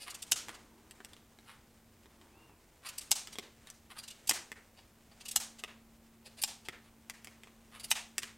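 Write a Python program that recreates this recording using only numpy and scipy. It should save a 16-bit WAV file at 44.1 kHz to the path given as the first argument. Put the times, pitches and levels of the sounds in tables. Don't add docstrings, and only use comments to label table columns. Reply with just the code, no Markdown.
import sys
import numpy as np
from scipy import signal
from scipy.fft import rfft, irfft
from scipy.io import wavfile
from scipy.ndimage import uniform_filter1d

SR = 44100
rng = np.random.default_rng(int(sys.argv[2]) if len(sys.argv) > 2 else 0)


def wrap_up_sound(samples):
    columns = np.atleast_2d(samples).T
    tamed = np.clip(columns, -1, 1)
    steps = np.round(tamed * 32767).astype(np.int16)
    wavfile.write(sys.argv[1], SR, steps)


N = 369161

# start in seconds, relative level in dB, added brightness in dB per octave,
# how many seconds earlier the bundle tears, relative level of the squeezed wool in dB.
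SNIPS = [(0.319, -18, -0.1, 0.0023, -62.5), (3.115, -17.5, 1, 0.0026, -63),
         (4.294, -18.5, 2.5, 0.0019, -66), (5.3608, -18.5, 2.7, 0.0013, -66.5),
         (6.4367, -23, 1.5, 0.00097, -77), (7.914, -20, -1.6, 0.0044, -68)]
# start in seconds, relative level in dB, hardness in dB
# (minus is hollow body, plus is steel edge), main ringing pitch in Hz.
KNOCKS = [(0.4846, -40, -2.5, 1830), (0.493, -40, -2, 1500), (0.9104, -46.5, 5.5, 2860),
          (1.0042, -46.5, -12, 1630), (1.048, -43, 5.5, 2750), (1.1337, -49, -2.5, 3550),
          (1.166, -54, -5, 2970), (1.388, -53.5, -5, 3900), (2.058, -54.5, -8, 3800),
          (2.2137, -56, -7, 3700), (3.273, -41.5, 0.5, 2930), (3.356, -43.5, -4.5, 3250),
          (3.3859, -33, -2.5, 3350), (3.672, -49, 1, 3770), (3.7015, -43.5, 9, 5900),
          (4.3113, -25, 2, 1860), (4.5179, -38, -2.5, 1970), (5.6378, -33.5, -5.5, 2730),
          (6.6862, -33.5, -3.5, 1860), (7.0985, -36, 4.5, 2250), (7.2463, -43.5, 6.5, 2290),
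          (7.2722, -44.5, -3, 2450), (7.435, -47.5, -2.5, 2320), (7.473, -52.5, -11, 2300),
          (8.1816, -26, 5, 2560), (8.2327, -36, 0.5, 3000)]
# pitch in Hz, width in Hz, gain in dB.
BLADE_MODES = [(2845, 160, -11.5), (4740, 300, -2), (7540, 530, -10), (8810, 400, 0), (10040, 400, -1.5),
               (12950, 810, -10)]


def from_db(db):
    return 10 ** (np.asarray(db) / 20)


def rms_one(x):
    return x / np.sqrt(np.mean(x ** 2) + 1e-20)


def at_level(sound, where, level_db):
    return sound * from_db(level_db) / np.sqrt(np.mean(sound[where] ** 2) + 1e-20)


def at_hz(points, hz):
    freqs, values = np.transpose(points)
    return np.interp(np.log(np.maximum(hz, 1)), np.log(freqs), values)


def add(track, s, sound):
    start = round(s * SR)
    sound = sound[max(-start, 0):max(N - start, 0)]
    track[max(start, 0):max(start, 0) + len(sound)] += sound


def colour(x, spectrum, tilt_db=0, size=1024):
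    hz = np.arange(size // 2 + 1) * SR / size
    octaves = np.log2(np.maximum(hz, 1000) / 1000)
    gains = from_db(at_hz(spectrum, hz) + tilt_db * octaves)
    cepstrum = irfft(np.log(gains))
    cepstrum[1:size // 2] *= 2
    cepstrum[size // 2 + 1:] = 0
    response = irfft(np.exp(rfft(cepstrum)))
    return signal.fftconvolve(x, response / np.linalg.norm(response))[:len(x)]


def resonate(x, hz, width_hz):
    radius = np.exp(-np.pi * width_hz / SR)
    feed = np.array([1, 0, -1]) * (1 - radius ** 2) / 2
    feedback = [1, -2 * radius * np.cos(2 * np.pi * hz / SR), radius ** 2]
    return signal.lfilter(feed, feedback, x)


def ringing(x, modes):
    return sum(from_db(db) * resonate(x, hz, width_hz) for hz, width_hz, db in modes)


def drift(rate):
    steps = np.arange(N) * rate / SR
    count = int(steps[-1]) + 2
    return np.interp(steps, np.arange(count), rng.standard_normal(count))


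def fibres(length, per_s, spread_db):
    sizes = from_db(spread_db * np.minimum(rng.exponential(1, length), 4))
    cracking = rng.random(length) < per_s / SR
    return rms_one(cracking * sizes * rng.choice([-1, 1], length))


def swell(half_s, steepness):
    t = np.arange(-4096, 4096) / SR
    from_peak = np.minimum(steepness * abs(t) / half_s, 50)
    return t, np.where(t < 0, np.exp(-from_peak ** 2 / 2), 1 / np.cosh(from_peak))


def bump(middle_s, build_s, release_s):
    t = np.arange(N) / SR - middle_s
    width_s = np.where(t < 0, build_s, release_s)
    return np.exp(-np.minimum((t / width_s) ** 2 / 2, 20))


def background(waver_db=1.0, air_db=-65):
    # time in seconds, level in dB.
    hum_levels = [(0.0, -75), (0.44, -69), (2.38, -74), (2.68, -85), (3.35, -69), (4.94, -72.5),
                  (5.5, -63.5), (6.95, -67), (8.37, -64)]
    # pitch in Hz, relative level in dB.
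    hum_tones = [(113.4, -15.5), (226.8, 0), (354, -17)]
    # frequency in Hz, relative level in dB.
    air_colour = [(12, -41.5), (20, 1), (72, 3.5), (171, -4), (225, -2.5), (282, -5.5), (333, -6.5),
                  (614, -10.5), (834, -11.5), (1270, -17.5), (1670, -22.5), (5690, -28), (8400, -26),
                  (14300, -22.5), (15500, -24.5)]
    t = np.arange(N) / SR
    hum = np.zeros(N)
    for hz, db in hum_tones:
        hum += from_db(db + waver_db * drift(2.7)) * np.sin(2 * np.pi * hz * t + .4 * drift(4))
    hum_level = from_db(np.interp(t, *np.transpose(hum_levels)))
    air = colour(rng.standard_normal(N), air_colour, size=8192)
    return np.sqrt(2) * hum_level * hum + from_db(air_db) * air


def wool(rest_db=-71.5, stir_db=-73.5, flutter_db=1.55, gain_db=1.0):
    # frequency in Hz, relative level in dB.
    wool_colour = [(100, 4.5), (350, 3), (600, -0.5), (1000, -2), (2200, -1.5), (4000, -6.5), (8500, -6),
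                   (12000, -21), (15500, -29.5)]
    squeezes = [from_db(db) * bump(s, build_s=.22, release_s=.23) for s, *_, db in SNIPS]
    stirs = [from_db(stir_db) * bump(s, build_s=.08, release_s=.08) for s, *_ in KNOCKS]
    pressure = np.sqrt(from_db(rest_db) ** 2 + sum(move ** 2 for move in squeezes + stirs))
    clumps = from_db(gain_db + flutter_db * drift(45))
    return colour(pressure * clumps * fibres(N, per_s=5000, spread_db=3.0), wool_colour)


def rubs(typical_db=-36.5, ring_db=10.5, gain_db=-5.5):
    # peak time in seconds, relative level in dB, rough half length in seconds.
    slides = [(0.024, -46.5, 0.026), (2.869, -42.5, 0.012), (3.99, -41.5, 0.011), (4.789, -57.5, .022),
              (5.121, -58.5, 0.0088), (6.265, -49.5, 0.015), (6.39, -49.5, 0.02), (6.42, -31.5, 0.0037),
              (6.427, -29, .0027), (7.802, -44.5, 0.0074), (7.845, -39, 0.011)]
    # frequency in Hz, relative level in dB.
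    rub_colour = [(200, -24), (600, 9), (1200, -2.5), (2500, 5), (4500, 2), (6500, -4.5), (10000, -7.5),
                  (13000, -12), (15500, -22)]
    out = np.zeros(N)
    for s, level_db, half_s in slides:
        t, force = swell(half_s, steepness=1.72)
        friction = force * fibres(len(t), per_s=8900, spread_db=6.0)
        steel = from_db(ring_db) * ringing(friction, BLADE_MODES)
        tilt_db = 6.5 + .4445 * (level_db - typical_db)
        scrape = colour(friction + steel, rub_colour, tilt_db)
        add(out, s + t[0], nearby(at_level(scrape, abs(t) < half_s, level_db + gain_db)))
    return out


def pushes(gain_db=-1.0):
    # peak time in seconds, relative level in dB, rough half length in seconds.
    moves = [(0.081, -47, 0.013), (0.509, -57.5, 0.012), (1.5, -57.5, .03), (2.866, -50.5, 0.024),
             (3.679, -62.5, 0.02), (3.913, -52, 0.011), (3.976, -55.5, 0.019), (6.869, -69, 0.026),
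             (7.753, -56, 0.027)]
    # frequency in Hz, relative level in dB.
    push_colour = [(300, -17), (800, -2), (1200, 6.5), (1600, 0.5), (2400, 2.5), (4400, -4.5),
                   (6500, -17.5), (10000, -4), (15500, -26)]
    out = np.zeros(N)
    for s, level_db, half_s in moves:
        t, force = swell(half_s, steepness=1.4)
        rasp = colour(force * fibres(len(t), per_s=4100, spread_db=5.5), push_colour)
        add(out, s + t[0], nearby(at_level(rasp, abs(t) < half_s, level_db + gain_db)))
    return out


def strands(typical_db=-40, typical_half_s=.0048, tear_db=-28.5, ring_db=2.0, gain_db=-5.0):
    # peak time in seconds, relative level in dB.
    breaks = [(0.106, -40), (0.149, -39.5), (0.226, -35), (0.55, -49.5), (2.892, -38), (2.984, -31.5),
              (3.015, -43.5), (3.332, -45), (4.038, -46), (4.084, -42.5), (4.11, -43.5), (4.2766, -33.5),
              (5.212, -49), (5.259, -41.5), (5.287, -35.5), (5.316, -33.5), (5.594, -47.5), (6.659, -51)]
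    # frequency in Hz, relative level in dB.
    strand_colour = [(200, -14), (700, -11), (1700, -10), (2800, 2), (4500, -2.5), (8000, -1.5),
                     (10000, -9.5), (13000, -10.5), (15500, -23)]
    singles = [(s, db, typical_half_s * .5 ** ((db - typical_db) / 14.5)) for s, db in breaks]
    tears = [(s - tear_s, tear_db, tear_s) for s, _, _, tear_s, _ in SNIPS]
    out = np.zeros(N)
    for s, level_db, half_s in singles + tears:
        t, force = swell(half_s, steepness=1.3)
        cracks = force * fibres(len(t), per_s=11000, spread_db=4.5)
        steel = from_db(ring_db) * ringing(cracks, BLADE_MODES)
        tilt_db = 1.8 + .4445 * (level_db - typical_db)
        crunch = colour(cracks + steel, strand_colour, tilt_db)
        add(out, s + t[0], nearby(at_level(crunch, abs(t) < half_s, level_db + gain_db)))
    return out


def snips(burst_s=.0027, after_db=-10.5, fall_s=.004, jolt_db=2.5):
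    # pitch in Hz, width in Hz, gain in dB.
    jolt_modes = [(74, 130, 7), (295, 140, 6), (793, 240, 18), (2770, 160, 15.5)]
    # frequency in Hz, relative level in dB.
    snap_colour = [(150, -22), (480, -24.5), (800, -15), (1400, -9.5), (2000, -9.5), (2900, -1),
                   (4200, -3.5), (5000, 2), (6000, 1.5), (8000, 1), (9500, -5.5), (13000, -9.5),
                   (15500, -26)]
    out, t = np.zeros(N), np.arange(2048) / SR
    jolt = from_db(jolt_db) * ringing(signal.unit_impulse(len(t)), jolt_modes)
    fade = from_db(after_db) * np.exp(-np.maximum(t - burst_s, 0) / fall_s)
    force = np.where(t < burst_s, 1, fade)
    for s, level_db, tilt_db, _, _ in SNIPS:
        cracks = force * fibres(len(t), per_s=26000, spread_db=2.0)
        snap = at_level(colour(cracks, snap_colour, tilt_db), t < burst_s, 0)
        add(out, s, nearby(from_db(level_db) * (snap + jolt)))
    return out


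def knocks(chatter_db=-21.0, chatter_s=.0026, ring_db=7.0, ring_width_hz=260, gain_db=-2.0):
    # pitch in Hz, width in Hz, gain in dB.
    knock_modes = [(318, 440, 0.5), (705, 250, -14), (1110, 620, 0), (2060, 590, 2.5), (3130, 320, -1.5),
                   (5000, 3100, -2), (7380, 600, 1), (8120, 560, -21.5), (12300, 2500, -20)]
    out, t = np.zeros(N), np.arange(2048) / SR
    for s, level_db, hard_db, ring_hz in KNOCKS:
        contact = from_db(chatter_db) * rng.standard_normal(len(t)) * np.exp(-t / chatter_s)
        contact[0] -= 1
        ring = ringing(contact, knock_modes + [(ring_hz, ring_width_hz, ring_db)])
        body = [(300, -2.5 - hard_db), (800, -3 - hard_db)]
        edge = [(1700, .012), (3500, .0029), (6500, -3 + hard_db)]
        knock = colour(ring, body + edge)
        add(out, s, nearby(at_level(knock, t < .004, level_db + gain_db)))
    return out


def regrips(flutter_db=4.5):
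    # peak time in seconds, level in dB, rough half length in seconds.
    turns = [(0.679, -63, 0.29), (2.341, -66.5, .18)]
    # pitch in Hz, width in Hz, gain in dB.
    plastic_modes = [(80, 45.5, 1), (330, 76, 3.5), (850, 180, -5)]
    speed = sum(from_db(db) * bump(s, half_s, half_s) for s, db, half_s in turns)
    rustle = rms_one(ringing(fibres(N, per_s=3000, spread_db=3.0), plastic_modes))
    return speed * from_db(flutter_db * drift(30)) * rustle


def squeak(at_s=2.435, half_s=.1, top_hz=2820, sag_hz=258, rough_hz=55, level_db=-68, flutter_db=2.5):
    from_peak = np.clip((np.arange(N) / SR - at_s) / half_s, -2, 2)
    hz = top_hz - sag_hz * from_peak ** 2 + rough_hz * drift(400)
    level = from_db(level_db + flutter_db * drift(60)) * np.exp(-from_peak ** 4)
    return level * np.sin(2 * np.pi * np.cumsum(hz) / SR)


def nearby(sound, scatter_db=-5.5, scatter_s=.011, shift=.1):
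    # typical delay in seconds, relative level in dB.
    echoes = [(.0011, -13.5), (.0025, -9), (.0064, -15.5), (.0085, -10.5), (.0097, -13), (0.0113, -22)]
    t = np.arange(2048) / SR
    scatter = rng.standard_normal(len(t)) * np.exp(-t / scatter_s) * (t > .002)
    response = from_db(scatter_db) * scatter / np.linalg.norm(scatter)
    for delay_s, echo_db in echoes:
        shifted_s = delay_s * (1 + shift * rng.uniform(-1, 1))
        response[round(shifted_s * SR)] += from_db(echo_db)
    response = signal.sosfilt(signal.butter(1, 9000, fs=SR, output="sos"), response)
    response[0] += 1
    return signal.fftconvolve(sound, response)


def walls(x, gap_s=.036, build_s=.0046, tail_db=-12.5):
    # frequency in Hz, relative level in dB.
    tail_colour = [(150, -2), (500, 5), (900, 4), (1500, 6.5), (2500, 1.5), (7000, 1), (10000, -3.5),
                   (15000, -6.5)]
    # frequency in Hz, seconds to fade by 60 dB.
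    fade_times = [(200, 0.42), (1500, 0.32), (3500, 0.33), (7000, 0.33), (14000, 0.17)]
    block = 32
    t = np.arange(SR // 2 // block) * block / SR
    onset = np.clip((t - gap_s) / build_s, 0, 1)
    white = rng.standard_normal((2, N))
    out, edges_hz = np.zeros(N), np.geomspace(220, 16500, 16)
    for k, (low, high) in enumerate(zip(edges_hz, edges_hz[1:])):
        band = signal.butter(2, [low, high], "band", fs=SR, output="sos")
        centre_hz = np.sqrt(low * high)
        energy = uniform_filter1d(signal.sosfilt(band, x) ** 2, block)[::block]
        decay = onset * from_db(-60 * t / at_hz(fade_times, centre_hz)) ** 2
        stored = np.convolve(np.maximum(energy, 0), decay / decay.sum())[:len(energy)]
        level = np.interp(np.arange(N) / block, np.arange(len(stored)), np.sqrt(stored))
        hiss = rms_one(signal.sosfilt(band, white[k % 2]))
        out += from_db(tail_db + at_hz(tail_colour, centre_hz)) * level * hiss
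    return out


def scene(side_air_db=-78.0):
    # frequency in Hz, relative level in dB.
    side_colour = [(12, -33), (20, -6), (133, -8.5), (225, -10), (452, -10.5), (686, -12.5), (985, -23),
                   (10500, -16), (15500, -15)]
    close = snips() + strands() + rubs() + pushes() + knocks() + wool() + regrips() + squeak()
    middle = close + walls(close) + background()
    side = from_db(side_air_db) * colour(rng.standard_normal(N), side_colour, size=8192)
    return np.array([middle + side, middle - side])


def record(dry):
    return signal.sosfilt(signal.ellip(10, .1, 80, 15800, fs=SR, output="sos"), dry)


dry = scene()
out = record(dry)
wrap_up_sound(out)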